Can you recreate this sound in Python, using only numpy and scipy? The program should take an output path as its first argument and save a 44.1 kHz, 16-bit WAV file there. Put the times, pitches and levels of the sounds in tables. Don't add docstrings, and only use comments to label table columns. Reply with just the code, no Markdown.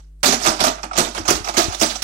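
import sys
import numpy as np
from scipy import signal
from scipy.fft import rfft, irfft, next_fast_len
from scipy.io import wavfile
from scipy.ndimage import uniform_filter1d

SR = 44100
rng = np.random.default_rng(int(sys.argv[2]) if len(sys.argv) > 2 else 0)


def generate_wav(signal):
    frames = np.transpose(np.atleast_2d(signal))
    scaled = np.clip(frames, -1, 1) * 32767
    pcm = np.round(scaled).astype(np.int16)
    wavfile.write(sys.argv[1], SR, pcm)


def nominal_scale(level):
    x = np.asarray(level, float) / 20
    return 10 ** x


N = 89875
TIME = np.arange(N) / SR
WHOLE_HZ = np.fft.rfftfreq(SR, 1 / SR)


def unit(x):
    return x / np.sqrt(np.mean(x ** 2) + 1e-20)


def since(start):
    return np.maximum(TIME - start, 0)


def along(points, hz):
    f, value = np.transpose(points)
    return np.interp(np.log(hz + 1), np.log(f + 1), value)


def filtered(x, response):
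    m = next_fast_len(N + SR // 2)
    return irfft(rfft(x, m) * response(np.fft.rfftfreq(m, 1 / SR)), m)[..., :N]


def causal(points):
    def response(hz):
        cepstrum = irfft(np.log(np.maximum(nominal_scale(along(points, hz)), 1e-6)))
        half = len(cepstrum) // 2
        cepstrum[1:half] *= 2
        cepstrum[half + 1:] = 0
        return np.exp(rfft(cepstrum))
    return response


def resonant(x, modes):
    def body(f):
        total = 0
        for k, (center, width, db) in enumerate(modes):
            damping = 1j * f * width
            total = total + (-1) ** k * nominal_scale(db) * damping / (center * center - f * f + damping)
        return total
    return filtered(x, body) / np.sqrt(np.mean(np.abs(body(WHOLE_HZ)) ** 2))


# f/Hz, level/dB per Hz
RATTLE_COLOUR = [(710, -17.5), (1200, -8.5), (1460, -8.5), (2040, -9.5), (6100, -2), (8820, -11.5),
                 (14400, -20), (16000, -17.5)]
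# f/Hz, width/Hz, level/dB
DEEP_RING = [(607, 64.4, 0.5), (665, 81.6, 6.5), (723, 104, -9)]
# f/Hz, width/Hz, level/dB
SHELL_RING = [(717, 162, -0.5), (933, 145, -6), (1220, 207, -1.5), (1347, 830, -10), (2290, 520, -13)]
# f/Hz, width/Hz, level/dB
DECK_OPEN = [(180.5, 36, -14.5), (241.4, 21.4, 1.5), (316, 142, -7.5)]
# f/Hz, width/Hz, level/dB
DECK_FILLED = [(238, 62, -4.5), (316.7, 26.2, 7), (417, 135, -10)]
# t/s, depth 0-1
DEPTH = [
    (.3, 0.04),
    (.47, 0.6),
    (.7, 0.27),
    (1.01, 0.62),
    (1.3, 0.87),
    (1.55, 0.98),
    (1.988, 0.85),
]


def cassette():
    rattle, ring, boom = efforts()

    contacts = rattle * struck(patchy(clacks(5000)), strike_db=-1.5)
    sharp_hz, sharp_grows = 9200, 0.46
    sharp = filtered(contacts, lambda f: 1 / (1 + (sharp_hz / (f + 1)) ** 6))
    contacts = contacts + sharp * ((rattle / rattle.max()) ** sharp_grows - 1)
    colour_rms = np.sqrt(np.mean(nominal_scale(along(RATTLE_COLOUR, WHOLE_HZ)) ** 2))
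    bright = filtered(contacts, causal(RATTLE_COLOUR)) / colour_rms
    own = 0.98
    bright = np.array([np.sqrt(1 - own) * bright[1] + np.sqrt(own) * bright[0], bright[1]])

    knocks = clacks(3000)
    aside = 0.35
    covered = np.sqrt(1 - aside) * knocks[0] + np.sqrt(aside) * knocks[0, ::-1]
    first_blow_db = 13.5
    pair = struck(np.array([covered, knocks[0]]), first_blow_db)
    knocks = struck(knocks, first_blow_db)

    deep = ring * knocks[0] * (ring / ring.max()) ** 0.29
    shell = resonant(deep, DEEP_RING) + resonant(ring * pair, SHELL_RING)

    depth = np.interp(TIME, *np.transpose(DEPTH))
    push = boom * knocks[1]
    deck = resonant(push * np.sqrt(1 - depth), DECK_OPEN)
    deck = deck + resonant(push * np.sqrt(depth), DECK_FILLED)
    return bright + shell + deck


# t/s, peak level/dB, shell ring over rattle/dB,
# deck boom over rattle/dB, rattle t60/s
HITS = [(0.2305, -2.5, -14.5, -19.5, 0.14), (.241, -9.5, -14, -17, 0.5), (0.2559, -1.5, -39, -18.5, 0.22),
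        (0.2764, -16, -0.5, -0.5, 0.11), (0.305, -11.5, -14.5, -10.5, 0.14),
        (0.3226, -5.5, -12.5, -13.5, 0.17), (0.4487, -11, -11.5, -13.5, 0.13),
        (0.4604, -10.5, -6.5, -9.5, 0.36), (0.6023, -6.5, -13, -10.5, 0.2),
        (0.637, -4.5, -12.5, -18.5, 0.2), (0.6652, -8, -7, -13.5, 0.16), (0.9744, -3, -14.5, -10, 0.14),
        (0.9833, -6.5, -14, -15.5, 0.32), (1.2787, -6, -12.5, -16.5, 0.3),
        (1.303, -2, -18.5, -11.5, 0.13), (1.5677, -6.5, -15, -9, 0.24), (1.577, -6, -13.5, -16.5, 0.3),
        (1.5932, -16.5, -14, 1, 0.12), (1.7959, -14, -33, -45, 0.77), (1.8108, -4.5, -12, -6.5, 0.15),
        (1.822, -10.5, -8, -5, 0.15), (1.8315, -8.5, -36, -16.5, 0.2), (2.02, -10, -23.5, -53, 0.83),
        (0.001, -43, -9.5, -9, 0.052), (0.023, -54, -29, -26, 0.087), (.203, -57, -20, -17, 0.093),
         (0.4105, -29, -5, -27, 0.4), (0.4805, -42, -16, -10, 0.09), (0.592, -18, -5, -17, 0.13),
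         (0.7823, -34.5, 3, -9, 0.11), (0.83, -20, -4.5, -9.5, 0.14), (.8375, -20.5, -8.5, -18, 0.077),
         (0.911, -31.5, 2, -14, 0.08), (0.9303, -22, -5, -19, 0.11), (0.953, -22, -6.5, -13, 0.4),
         (.9655, -17, -18, -16.5, 0.15), (1.0683, -22, 0, 1.5, 0.051), (1.1469, -20.5, -7, -16, 0.36),
         (1.177, -13.5, -12, -4, 0.082), (1.2512, -24.5, -4.5, -29, 0.44), (1.3525, -13, -27, -39, 0.16),
         (1.4428, -19, -13, -40, 0.33), (1.451, -18, -22, -30, 0.066), (1.472, -19, -1, -21, 0.095),
         (1.4848, -12.5, -10, -13.5, 0.085), (1.49, -14, -9, -8, 0.049), (1.502, -30.5, -8, -8, 0.06),
         (1.5388, -22, -6, -23, 0.27), (1.565, -14.5, -7.5, -10, .1), (1.646, -26.5, -3, -3, 0.082),
         (1.6905, -35, 1.5, -21, 0.32), (1.722, -20, -8, -27, 0.11), (1.73, -22.5, -8.5, -23, 0.08),
         (1.7396, -19, -13, -15, 0.073), (1.746, -7, -27, -16, 0.028), (1.9044, -19.5, -14, -50, 0.2),
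         (1.9535, -17, -13, -32, 0.077), (1.9573, -14, -19, -36, 0.045)]
# t/s, level/dB
SCRAPE = [(0.0, -57), (0.28, -108), (0.399, -29), (0.478, -12), (0.54, -33.5), (0.75, -40), (0.95, -68),
          (1.18, -37), (1.29, -64), (1.52, -41), (1.59, -28.5), (1.79, -34), (1.92, -40), (1.99, -60),
          (2.04, -61)]
CONTACTS = HITS
RING_RISE_S = 0.00122


def efforts():
    start, db, ring_db, boom_db, t60 = np.transpose(CONTACTS)[..., None]
    begun = TIME > start
    age = np.abs(TIME - start)
    slide = nominal_scale(np.interp(TIME, *np.transpose(SCRAPE)) - 2.5)
    slide_boom = nominal_scale(-15.5) * slide

    def loudness(top_db, t60_factor, rise_s, rest):
        fade = nominal_scale(top_db - 60 * age / (t60_factor * t60))
        each = begun * fade * (1 - np.exp(-age / rise_s))
        return np.sqrt((each ** 2).sum(0) + rest ** 2)

    attack_s = 0.0012 * nominal_scale(0.14 * np.clip(db.max() - db, 0, 30))
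    rattle = loudness(db - 6.5, 0.96, attack_s, slide)
    ring = loudness(db + ring_db + 4, 0.8, RING_RISE_S, slide_boom)
    boom = loudness(db + boom_db + 3, 0.74, 0.0059, slide_boom)
    return rattle, ring, boom


def struck(knocks, strike_db):
    start = np.array([row[0] for row in CONTACTS])
    blows = np.zeros(N)
    blows[np.round((start + RING_RISE_S) * SR).astype(int)] = nominal_scale(strike_db)
    return knocks + blows


def clacks(per_second):
    hit = (rng.random((2, N)) < per_second / SR) * rng.standard_normal((2, N))
    spread_db = 1.5
    hit = unit(hit * nominal_scale(spread_db * rng.standard_normal((2, N))))
    hiss_db = 1.5
    return unit(hit + nominal_scale(hiss_db) * rng.standard_normal((2, N)))


def patchy(x):
    z = signal.stft(x, nperseg=256)[2]
    field = uniform_filter1d(rng.standard_normal(z.shape[1:]), size=8, axis=0)
    field = uniform_filter1d(field, size=5, axis=1)
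    patch_db = 3
    return signal.istft(z * nominal_scale(patch_db * unit(field)), nperseg=256)[1][:, :N]


# t/s, peak level/dB, f/Hz, t60/s
FLAP = [(.329, -30, 1284, .05), (.8375, -30, 1230, 0.044), (0.9116, -19, 1324, 0.045),
        (.916, -26, 760, 0.044), (0.9324, -25, 1310, 0.032), (1.713, -34.5, 1220, 0.045),
        (1.732, -27, 1310, .05), (1.486, -19, 704, 0.058), (1.498, -29, 332, 0.086),
        (1.587, -19, 320, 0.083), (1.745, -35, 343, 0.078), (1.818, -18, 704, 0.091),
        (1.826, -22, 324, 0.097), (1.957, -31, 766, 0.042)]


def flap():
    start, db, hz, t60 = np.transpose(FLAP)[..., None]
    age = since(start)
    fade = nominal_scale(db + 3.5 - 60 * age / t60)
    swell = 1 - np.exp(-age * hz / 1.1)
    return (fade * swell * np.sin(2 * np.pi * hz * age)).sum(0)


# t/s, level/dB
TAPS = [
    (1.406, -24),
    (1.651, -24),
    (1.6842, -14),
]


def taps():
    start, db = np.transpose(TAPS)[..., None]
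    age = since(start)
    tap_hz, t60, rise_s, right_db = 80, 0.089, 0.00048, -36
    size = nominal_scale(db - 60 * age / t60) * (1 - np.exp(-age / rise_s))
    snap = 1.1 * np.exp(-age / 0.00092)
    dip = -size * (np.cos(2 * np.pi * tap_hz * age) + snap)
    return dip.sum(0) * nominal_scale([[0], [right_db]])


# t/s, level/dB, f/Hz, t60/s
THUMPS = [(.27, -23.5, 108, 0.059), (0.338, -33, 130, 0.082), (.47, -17, 127, 0.081),
          (0.662, -29, 132, 0.15), (0.992, -37, 91, 0.21), (1.195, -19.5, 86, 0.09),
          (1.226, -30, 70, 0.074), (1.282, -17, 95, 0.08), (1.339, -21, 65.5, 0.15),
          (1.409, -33, 89.5, 0.044), (1.579, -48, 92, 0.17), (1.692, -42, 63.5, 0.12),
          (1.811, -48, 80, 0.12), (.495, -28, 70.4, 0.071), (.7, -33, 125, 0.11), (.76, -40, 165, 0.1),
          (1.31, -21, 120, 0.085), (1.865, -37, 80, .08)]


def thumps():
    start, db, hz, t60 = np.transpose(THUMPS)[..., None]
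    age = since(start)
    rise_s, left_db = 0.013, 4
    size = nominal_scale(db - 60 * age / t60) * (1 - np.exp(-age / rise_s))
    turn = 1.86 * rng.standard_normal((len(start), 1))
    push = [(size * np.sin(2 * np.pi * hz * age + side * turn / 2)).sum(0) for side in (1, -1)]
    return push * nominal_scale([[left_db], [-left_db]])


def varied_tail(x, count=12):
    place = TIME * SR / N * (count - 1)
    total = 0
    for k in range(count):
        share = np.clip(1 - np.abs(place - k), 0, 1)
        total = total + room(x * np.sqrt(share))
    return total


# f/Hz, t60/s
ROOM = [(200, 0.36), (1500, 0.41), (6000, 0.28), (14000, 0.21)]


def room(x):
    hz, t, z = signal.stft(rng.standard_normal((2, SR // 2)), SR, nperseg=256)
    alike = 1 / (1 + (hz[:, None] / 860) ** 2)
    z = np.array([alike * z[1] + np.sqrt(1 - alike ** 2) * z[0], z[1]])
    fade = nominal_scale(-60 * t / along(ROOM, hz)[:, None])
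    tail = signal.istft(z * fade, SR, nperseg=256)[1]
    wall_s = 0.0043
    tail = np.pad(tail, ((0, 0), (round(wall_s * SR), 0)))
    return signal.fftconvolve(x, tail / np.linalg.norm(tail[0]), axes=1)[:, :N]


# f/Hz (moved to the nearest multiple of the mains), level/dB rms
HUM = [(48.4, -45), (96.9, -79), (150.7, -63), (253.0, -75), (349.9, -78.5), (452.2, -86), (549.1, -101),
       (651.4, -89)]
# f/Hz, level/dB per Hz
FLOOR = [(100, -4.5), (300, -9), (700, -20), (1500, -21), (4600, -24), (5800, -26), (9000, -21),
         (16000, -31)]


def hum():
    mains_hz = 50.1
    tone = 0
    for hz, db in HUM:
        overtone_hz = round(hz / mains_hz) * mains_hz
        tone = tone + nominal_scale(db + 6.5) * np.sin(2 * np.pi * (overtone_hz * TIME + rng.random()))
    hiss = filtered(rng.standard_normal((2, N)), lambda hz: nominal_scale(along(FLOOR, hz)) * (hz > 60))
    return tone + nominal_scale(-69) * unit(hiss)


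# f/Hz, level/dB
COVER = [(200, -2), (380, -3), (700, -7), (1290, -7), (2380, -10.5), (4400, -24), (8120, -27), (15000, -20)]


def scene():
    near = cassette() + flap()
    left, right = near + nominal_scale(-10.5) * varied_tail(near)
    lag_s = 0.00037
    left = filtered(left, lambda hz: nominal_scale(along(COVER, hz)) * np.exp(-2j * np.pi * hz * lag_s))
    return np.array([left, right]) * nominal_scale(2.5) + thumps() + taps() + hum()


# t/s, f/Hz
TOP = [(.25, 15900), (.3, 15100), (.74, 15300), (.77, 14300), (.83, 12300), (.885, 12300), (.9, 9300),
       (.955, 9300), (.965, 15950), (.985, 15950), (1.0, 15000), (1.13, 15100), (1.15, 15800),
       (1.185, 15100), (1.25, 15200), (1.27, 16000), (1.5, 15200), (1.56, 16000)]
# f/Hz, ratio
COARSE = [(7000, .6), (8500, 2), (11000, 2.4), (16000, 2.2)]


def coarsened(x):
    hz, t, z = signal.stft(x, SR, window="cosine", nperseg=2048)
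    hz = hz[:-1, None]
    size = np.abs(z[:, :1024]) + 1e-9
    band = np.sqrt((size ** 2).reshape(2, 64, 16, -1).mean(axis=2))
    wander = unit(uniform_filter1d(rng.standard_normal(band.shape[1:]), size=3))
    step = np.repeat(band * nominal_scale(3 * wander), 16, axis=1) * along(COARSE, hz)

    level = np.sqrt((band ** 2).sum(axis=(0, 1)))
    steady = level < nominal_scale(10) * np.minimum(np.roll(level, 1), np.roll(level, 2))
    rounded = np.where((hz > COARSE[0][0]) & steady, np.round(size / step) * step / size, 1)

    over = hz > np.interp(t, *np.transpose(TOP))
    leftover = np.minimum(1, nominal_scale(-106) / np.repeat(band, 16, axis=1))
    z[:, :-1] *= rounded * np.where(over, leftover, 1)
    return signal.istft(z, SR, window="cosine", nperseg=2048)[1][:, :N]


def low_pass(x):
    return signal.sosfilt(signal.butter(12, 16180, fs=SR, output="sos"), x)


def record(dry):
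    top, hardness = 0.94, 4
    clipped = dry / (1 + np.abs(dry / top) ** hardness) ** (1 / hardness)
    return low_pass(coarsened(clipped))


dry = scene()
out = record(dry)
generate_wav(out)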